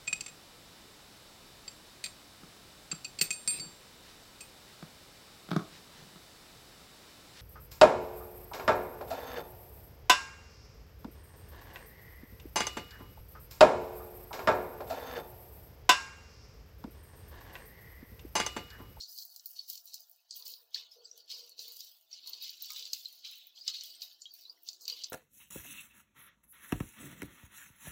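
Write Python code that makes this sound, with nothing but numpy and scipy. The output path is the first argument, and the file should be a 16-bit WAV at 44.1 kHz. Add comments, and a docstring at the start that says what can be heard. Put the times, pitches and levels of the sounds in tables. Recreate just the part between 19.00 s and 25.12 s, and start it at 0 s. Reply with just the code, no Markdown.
"""Flat dough frying on a griddle

Dough fries in hot fat, close by in a quiet kitchen, while a hand pats it and knocks the pan.
Steam crackles out from under the rim in bursts; pockets pop, droplets spit, bubbles and pan ring.
Beneath it all lie soft room air, a low rumble and a faint, wavering hum."""
import sys
import numpy as np
from scipy import signal
from scipy.io import wavfile
from scipy.ndimage import uniform_filter1d

SR = 44100
rng = np.random.default_rng(int(sys.argv[2]) if len(sys.argv) > 2 else 0)


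def transcribe(signal):
    """Save signal, clipped to [-1, 1], as a 16-bit WAV file at the path in sys.argv[1]."""
    frames = np.atleast_2d(signal).T
    limited = np.clip(frames, -1, 1)
    pcm = np.round(limited * 32767).astype(np.int16)
    wavfile.write(sys.argv[1], SR, pcm)


N = 269892

# Tone colour (how strong each pitch is) of the steam's main crackle: f/Hz, level/dB
CRACKLE_COLOUR = [(2600, -50), (3300, -10.5), (3800, -11), (4400, 6.5), (5000, -2.5), (6500, -9.5),
                  (7400, -14.5), (9000, -31), (12000, -48)]
# Tone colour of the fine spray: f/Hz, level/dB
SPRAY_COLOUR = [(4410, -5.5), (7500, -13.5), (8970, -16.5), (9800, -14), (11200, -12.5), (15300, 0),
                (15900, -7.5), (16150, -37), (16900, -44.5)]
# Tone colour of the deep sputter from big steam pockets: f/Hz, level/dB
SPUTTER_COLOUR = [(900, -26.5), (1250, -24.5), (1800, -23.5), (2400, -11), (3000, 1), (3500, 2.5),
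                  (4200, 1.5)]
# How bright the crackle is as the steam finds other gaps: t/s, tilt/(dB per octave)
BRIGHTNESS = [(0, 0), (.5, 7), (.6, -2), (.75, 7.5), (1.33, 7), (1.4, -7.5), (1.8, -7.5), (2.15, 11),
              (2.29, -0.5), (3.1, 3), (3.135, 3), (3.2, -14.5), (3.7, 7.5), (5.18, -4), (5.23, 13),
              (5.28, 0), (5.7, 1), (5.8, 19), (5.88, -2), (6.12, 5.5)]


def sizzle():
    """Escaping steam makes a crackle and a deep sputter; a fine spray shares some of their clicks."""
    surge_times = np.arange(0, N / SR, .001)
    levels = [np.interp(np.arange(N) / SR, surge_times, level) for level in steam_surges(surge_times)]
    brightness = np.interp(np.arange(N + 256) / SR, *np.transpose(BRIGHTNESS))
    foam = froth(per_s=2400, spread_db=2.3, ring=45)
    steam = crackle(per_s=2000, spread_db=2.8, hiss=.4, clump_db=2.2) + .8 * foam
    mist = .2 * steam + .5 * foam + crackle(per_s=1400, spread_db=4.1, hiss=.3, clump_db=2.6)
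    body = flicker(coloured(steam, CRACKLE_COLOUR), depth_db=3, tilt_db=brightness)
    spray = flicker(coloured(mist, SPRAY_COLOUR), depth_db=2.8)
    sputter = flicker(coloured(steam, SPUTTER_COLOUR), depth_db=3)
    return sum(level * unit_level(layer) for level, layer in zip(levels, (body, spray, sputter)))


def steam_surges(t):
    """Strength of crackle, spray and sputter at times t: each surge breaks out fast, then dies away."""
    # Steam from under the rim: peak t/s, fade/(dB per s), crackle/dB, spray/dB, sputter/dB
    surges = [(0.003, 256.5, -39.5, -58.5, -60.5), (0.09, 42, -59, -52.5, -100),
              (0.177, 152.5, -48, -49, -71), (0.347, 123.5, -69, -67, -86),
              (0.462, 46.5, -69.5, -54.5, -85), (0.565, 80, -55, -90, -65.5),
              (0.694, 119.5, -51.5, -48.5, -60.5), (0.875, 286, -55, -53, -66.5),
              (0.939, 343, -48.5, -52, -66.5), (0.998, 145, -62.5, -58.5, -82),
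              (1.117, 54.5, -71, -69, -82.5), (1.314, 114, -51.5, -84, -84), (1.368, 291, -68, -46, -59),
              (1.463, 127, -48.5, -46.5, -58), (1.752, 174, -42, -58, -45.5),
              (1.92, 115.5, -60, -67, -69.5), (2.048, 87, -59, -100, -72.5), (2.173, 170, -60, -68, -66.5),
              (2.305, 90.5, -45, -56, -51), (2.6, 85.5, -46, -53.5, -54.5), (2.723, 49.5, -94, -54, -64),
              (2.798, 125, -51, -64, -59.5), (3.12, 22, -54.5, -70, -60.5), (3.279, 336, -49, -52, -60),
              (3.329, 133, -50.5, -61.5, -55.5), (3.42, 76, -47, -55.5, -49),
              (3.611, 23.5, -50, -62, -55.5), (3.761, 111, -52, -53.5, -46.5),
              (3.937, 118, -54, -50, -51.5), (4.058, 249, -64, -65, -70), (4.129, 123, -69, -61.5, -90),
              (4.255, 95, -49.5, -61, -47.5), (4.316, 100, -65, -60, -54), (4.561, 39, -57, -68, -67.5),
              (4.682, 278, -39.5, -55, -41.5), (4.742, 70, -44, -60.5, -49.5), (4.862, 107, -84, -54, -85),
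              (5.022, 257, -46.5, -51, -50.5), (5.101, 175, -56, -66, -65), (5.211, 42, -59.5, -74, -90),
              (5.343, 59.5, -59.5, -61, -66.5), (5.636, 200, -78, -64, -90),
              (5.678, 160, -50.5, -57, -60.5), (5.816, 121, -57, -59, -92),
              (5.886, 64.5, -48.5, -56.5, -49.5)]
    rise_db_per_s, lull_db = 813, -76
    peak_s, fade, *layers = np.array(surges).T[:, :, None]
    shape_db = -rise_db_per_s * np.maximum(peak_s - t, 0) - fade * np.maximum(t - peak_s, 0)
    return [np.sqrt((amp(db + shape_db) ** 2).sum(0) + amp(lull_db) ** 2) for db in layers]


def crackle(per_s, spread_db, hiss, clump_db):
    """Random clicks, few of them large, come in clumps over a hiss."""
    size = amp(spread_db * np.minimum(rng.exponential(1, N), 5)) * rng.choice([-1, 1], N)
    clicks = unit_level(size * (rng.random(N) < per_s / SR))
    return (clicks + hiss * rng.standard_normal(N)) * amp(clump_db * wander(140))


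def froth(per_s, spread_db, ring):
    """Countless tiny bubbles, each a dying tone of its own pitch; more ring makes them last longer."""
    when, pitch, odds = rng.random((int(per_s * N / SR), 3)).T
    hz = (1200 + 14800 * pitch)[:, None]
    samples = np.arange(800)
    t = (samples / SR).astype(np.float32)
    size = amp(spread_db * np.minimum(-np.log(odds + 1e-9), 5))[:, None] * hz ** .25
    shape = (1 - np.exp(-t / .0002)) * np.exp(-t * np.sqrt(4000 * hz) / ring)
    pings = size * shape * np.sin(2 * np.pi * hz * t)
    positions = (when * N).astype(int)[:, None] + samples
    return unit_level(np.bincount(positions.ravel(), pings.ravel())[:N])  # add up all the pings


def pops():
    """A steam pocket bursts with a click, coloured like the crackle and deeper when big pockets lead."""
    # Bursting pockets: t/s, level/dB
    pockets = [(0.1855, -32.5), (0.223, -37), (0.361, -38.5), (0.395, -38), (0.4572, -41.5), (0.699, -32),
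               (0.7531, -35), (0.775, -34.5), (0.9414, -29.5), (1.3081, -29.5), (1.423, -38), (1.5369, -35),
               (1.7444, -24), (2.401, -43), (2.5919, -33.5), (2.805, -33), (3.273, -35.5), (3.332, -30.5),
               (3.493, -30.5), (3.644, -34), (3.7035, -32), (3.794, -34), (3.853, -32), (3.9318, -21),
               (4.048, -40), (4.678, -17), (4.809, -31.5), (5.0184, -29.5), (5.219, -39.5), (5.687, -24),
               (5.73, -41.5), (5.8088, -46), (5.854, -37), (5.879, -25.5), (5.898, -24), (6.0365, -28),
               (6.0415, -26)]
    out, sputter = np.zeros(N), colour_filter(SPUTTER_COLOUR)
    hz, colour_db = np.transpose(CRACKLE_COLOUR)
    for (start, db), noise in zip(pockets, rng.standard_normal((len(pockets), 3000))):
        crackle_level, _, sputter_level = steam_surges(start + .0028)
        deep_share = .24 * sputter_level / crackle_level
        tilt_db = 1.65 * np.interp(start, *np.transpose(BRIGHTNESS))
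        body = colour_filter(np.transpose([hz, colour_db + tilt_db * np.log2(hz / 4700)]))
        pop = amp(db) * burst(body + deep_share * sputter, noise, tail_db=-28.5, tail_s=.014)
        add(out, start, pop)
        add(out, start + .0033, .4 * pop)  # echo off the pan wall
    return out


def spits():
    """Droplets spit with very short, bright ticks; bigger drops reach lower in pitch."""
    # Spitting droplets: t/s, level/dB, weight of the tick's lower part/dB
    droplets = [(0.179, -37, -15), (0.2518, -32.5, -30.5), (0.3618, -33.5, 1.5), (0.4592, -26.5, -34),
                (0.5077, -37.5, -24), (0.6878, -40, -20), (0.7002, -24, -31.5), (0.8565, -37, -43),
                (0.942, -28.5, 0), (1.005, -38, -17), (1.097, -44, -10), (1.114, -42.5, -13),
                (1.4551, -45, -34), (2.177, -40, -11), (2.494, -40, 10), (2.6822, -39, -29),
                (2.7204, -40, -21), (2.7682, -35.5, 2), (2.8054, -35, -8), (3.2734, -32.5, 14),
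                (3.296, -34, -26), (3.425, -35, -20), (3.4386, -36, -26), (3.5056, -37.5, -18),
                (3.6235, -25.5, -43), (3.6586, -37, -29), (3.7044, -36, -25), (3.7192, -34, -34),
                (3.7333, -31.5, 7), (3.934, -28.5, -20), (4.47, -40, -49.5), (4.836, -31.5, 12),
                (5.3393, -37.5, -38), (5.6347, -44, -25), (5.881, -33.5, -13), (6.1002, -36.5, -28)]
    out, spray = np.zeros(N), colour_filter(SPRAY_COLOUR)
    low, high = (keep_band(spray, side, hz=11500, order=4) for side in ("low", "high"))
    for (start, db, low_db), noise in zip(droplets, rng.standard_normal((len(droplets), 3000))):
        tick = high + amp(low_db + 5) * low
        add(out, start - .001, amp(db) * burst(tick, noise, tail_db=-33, tail_s=.03))
    return out


def burst(click, noise, tail_db, tail_s):
    """One sharp click with a slightly soft onset, then a dying rattle of smaller ones."""
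    t = np.arange(len(noise)) / SR
    kicks = amp(tail_db - 60 * t / tail_s) * noise ** 3
    kicks[66] = 1  # the main click
    return signal.oaconvolve(kicks, click / abs(click).max())


def ringing_tones():
    """Short, wobbling tones that rise a little, as a bubble's does when it nears the surface."""
    # Bubbles in the fat, and two longer rings of the pan: t/s, level/dB, f/Hz, fade time/ms
    rings = [(0.563, -47, 4400, 7.2), (0.591, -28, 4410, 5.1), (1.352, -51, 3280, 6),
             (1.76, -52.5, 1810, 6.6), (1.916, -47, 5100, 9.3), (2.043, -58, 7600, 21),
             (2.0515, -38.5, 4770, 5.7), (2.113, -40, 5720, 4.3), (3.128, -36, 5560, 5.6),
             (3.698, -61.5, 1241, 41), (3.703, -49, 2240, 6.8), (4.056, -32, 4060, 5.8),
             (4.242, -58, 2360, 17), (4.576, -35.5, 3230, 1.7), (4.61, -42, 4810, 11.5),
             (4.681, -68, 1257, 46), (4.841, -45, 3340, 6.4), (4.938, -48, 3290, 4.8),
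             (4.95, -54, 8220, 10.4), (5.2183, -39.5, 7020, 3.4), (5.255, -41, 3230, 10),
             (5.263, -41.5, 3800, 4.3), (5.307, -52, 4625, 16), (5.452, -49, 3964, 19),
             (5.4958, -41, 4750, 8.1), (5.574, -62.5, 1970, 4.9), (5.925, -27.5, 4730, 3.5)]
    out, t = np.zeros(N), np.arange(3000) / SR
    for (start, db, hz, fade_ms), noise in zip(rings, rng.standard_normal((len(rings), 3000))):
        age = t * 1000 / fade_ms
        onset = 1 - np.exp(-(t / .0012) ** 2)
        fade = np.exp(-age ** 2) + .2 * np.exp(-age / 1.6)
        wobble = 1 + .44 * smooth(noise, 60)
        tone = np.sin(2 * np.pi * hz * t * (1 + .004 * np.minimum(age, 2)))
        add(out, start, amp(db) * onset * fade * wobble * tone)
    return out


def hand_pats():
    """The palm lands and drags, ringing the dough-muffled pan; its weight shifts the pitch a little."""
    # Knocks of the hand: t/s, level/dB, weight of the high tones/dB
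    pats = [(1.394, -65.5, 16.5), (1.456, -62, 3), (1.57, -68.5, 13), (1.757, -68.5, 20),
            (1.956, -54.5, -5), (2.13, -60.5, -46), (2.332, -59, 7), (2.391, -59, 5), (2.584, -57, -13),
            (2.672, -61.5, 12), (3.253, -71, 24.5), (3.292, -70.5, 22), (3.703, -70, 24), (3.789, -67, 6),
            (5.474, -71.5, 18.5), (5.809, -66, 14), (5.877, -58, 14)]
    # The pan's low and high tones: f/Hz, level/dB, time to fade by 60 dB/s
    low_tones = [(484, -5, 0.11), (458.3, -17, 0.15), (560, -25, 0.69)]
    high_tones = [(928, -11.5, 0.33), (1000, 2.5, 0.066), (1154, 0.5, 0.046), (1313, -16, 0.12)]
    out, t = np.zeros(N), np.arange(9000) / SR
    for (start, db, high_db), noise in zip(pats, rng.standard_normal((len(pats), 9000))):
        phase = 2 * np.pi * t * (1 + .012 * noise[0])
        low, high = (sum(amp(level - 60 * t / fade_s) * np.sin(hz * phase) for hz, level, fade_s in tones)
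                     for tones in (low_tones, high_tones))
        ring = 1.74 * low + .12 * amp(high_db) * high
        push = noise * (1 - np.exp(-t / .0063)) * np.exp(-t / .071)
        push[150] += 6  # the first contact is a short tap
        add(out, start - .004, amp(db) * signal.oaconvolve(push / np.linalg.norm(push), ring))
    return keep_band(out, "high", hz=400, order=6)


def griddle_ring(x):
    """The metal plate rings along with the frying at its own pitches."""
    # The plate's treble tones: f/Hz, level/dB
    tones = [(4000, -2.5), (4288, -8.5), (4926, 1.5), (5800, -4), (6065, -8.5)]
    width_hz = 50
    return x + sum(amp(db) * signal.lfilter(*signal.iirpeak(hz, hz / width_hz, fs=SR), x)
                   for hz, db in tones)


def close_echoes(x, echo_db, fade_s):
    """Pan, stove and counter throw the sound back in a short, dense tail."""
    t = np.arange(8000) / SR
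    tail = rng.standard_normal(len(t)) * amp(-60 * t / fade_s) * (t > .002)
    return x + amp(echo_db) * signal.oaconvolve(x, tail / np.linalg.norm(tail))[:N]


def kitchen():
    """Soft room air, a low rumble that comes and goes, and a faint, wavering hum of fixed tones."""
    # Tone colours of the air and the rumble: f/Hz, level/dB
    air_colour = [(60, -25.5), (252, -33), (574, -12), (703, -3), (1200, -14), (1790, -12),
                  (2000, -17), (2400, -36.5), (3120, -35.5), (5280, -120)]
    rumble_colour = [(200, -10.5), (255, -6.5), (340, 2.5), (480, -5.5), (600, 0)]
    # The rumble's rise and fall: t/s, level/dB
    rumble_levels = [(0.1, -109), (0.42, -111), (2.68, -87.5), (3.02, -100), (3.25, -85.5), (4.56, -90.5),
                     (4.84, -81.5), (5.08, -89.5), (6.12, -83)]
    # Tones of the hum: f/Hz, level/dB
    hum_tones = [(100, -108.5), (650, -91), (700, -91.5), (850, -98.5), (950, -99), (1080, -101),
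                 (1163, -102), (1351, -99), (1427, -94), (1755, -101)]
    t, hum = np.arange(N) / SR, np.zeros(N)
    air = unit_level(coloured(rng.standard_normal(N), air_colour))
    rumble = unit_level(coloured(rng.standard_normal(N), rumble_colour))
    rumble *= amp(np.interp(t, *np.transpose(rumble_levels)))
    for hz, db in hum_tones:
        level = amp(db + 2 * wander(2.1) + 3 * wander(25))
        hum += np.sqrt(2) * level * np.sin(2 * np.pi * (hz * t + rng.random()))
    return amp(-86.5) * flicker(air, depth_db=4) + rumble + hum


def flicker(x, depth_db, tilt_db=0):
    """Random patches of time and pitch swell and fade; a tilt above zero brightens the sound."""
    hz, _, spectrum = signal.stft(x, SR, nperseg=256)
    patches = uniform_filter1d(rng.standard_normal(spectrum.shape), size=2, axis=0)
    patches = unit_level(uniform_filter1d(patches, size=11, axis=1))
    octaves = np.clip(np.log2((hz[:, None] + 1) / 4700), -.7, .6)
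    tilt = np.broadcast_to(tilt_db, N + 256)[::128][:spectrum.shape[1]]
    return signal.istft(spectrum * amp(depth_db * patches + octaves * tilt), nperseg=256)[1][:N]


def colour_filter(colour):
    """A click with the given tone colour and an energy of 1, also used as a filter."""
    points_hz, db = np.transpose(colour)
    hz = abs(np.fft.fftfreq(4096, 1 / SR))
    log_gain = np.log(amp(np.interp(np.log(hz + 1), np.log(points_hz), db, left=-90, right=-90)))
    spectrum = np.exp(np.conj(signal.hilbert(log_gain)))  # packs the energy at the click's start
    click = np.fft.ifft(spectrum).real[:2048]
    return click / np.linalg.norm(click)


def coloured(x, colour):
    return signal.oaconvolve(x, colour_filter(colour))[:N]


def keep_band(x, side, hz, order):
    """Keep what lies on the "low" or "high" side of hz."""
    return signal.sosfilt(signal.butter(order, hz, side, fs=SR, output="sos"), x)


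def wander(per_s):
    """A random drift that changes about per_s times a second."""
    return smooth(rng.standard_normal(N), int(SR / per_s))


def smooth(x, samples):
    """Average neighbouring samples twice, then scale to a level of 1."""
    return unit_level(uniform_filter1d(uniform_filter1d(x, samples), samples))


def unit_level(x):
    """Scale to an average (rms) level of 1."""
    return x / np.sqrt(np.mean(x ** 2) + 1e-30)


def amp(db):
    """Turn decibels into a multiplier."""
    return 10 ** (np.asarray(db) / 20)


def add(mix, start_s, sound):
    part = mix[round(start_s * SR):][:len(sound)]
    part += sound[:len(part)]


def scene():
    """Frying, pats and kitchen in one channel; the frying's sources are too small to make any bass."""
    frying = griddle_ring(sizzle() + pops()) + spits() + ringing_tones()
    frying = close_echoes(frying, echo_db=-9, fade_s=.11)
    frying = keep_band(frying, "high", hz=900, order=6)
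    return (frying + hand_pats() + kitchen())[None]


def record(dry):
    """A noise suppressor turns down each band near its own quietest level; the top treble is cut off."""
    top_hz = 16850
    spectrum = signal.stft(dry, SR, nperseg=512)[2]
    power = uniform_filter1d(uniform_filter1d(abs(spectrum) ** 2, size=7, axis=1), size=8, axis=2)
    floor = np.percentile(power, 20, axis=2, keepdims=True)
    above_floor_db = 10 * np.log10(abs(power) / floor + 1e-9)
    gain_db = np.clip(.7 * (above_floor_db - 5), -7, 0)
    quiet = signal.istft(spectrum * amp(gain_db), nperseg=512)[1][:, :N]
    treble_cut = signal.firwin(511, top_hz, window=("kaiser", 9), fs=SR)
    return signal.oaconvolve(quiet, treble_cut[None], "same")


dry = scene()
out = record(dry)
transcribe(out)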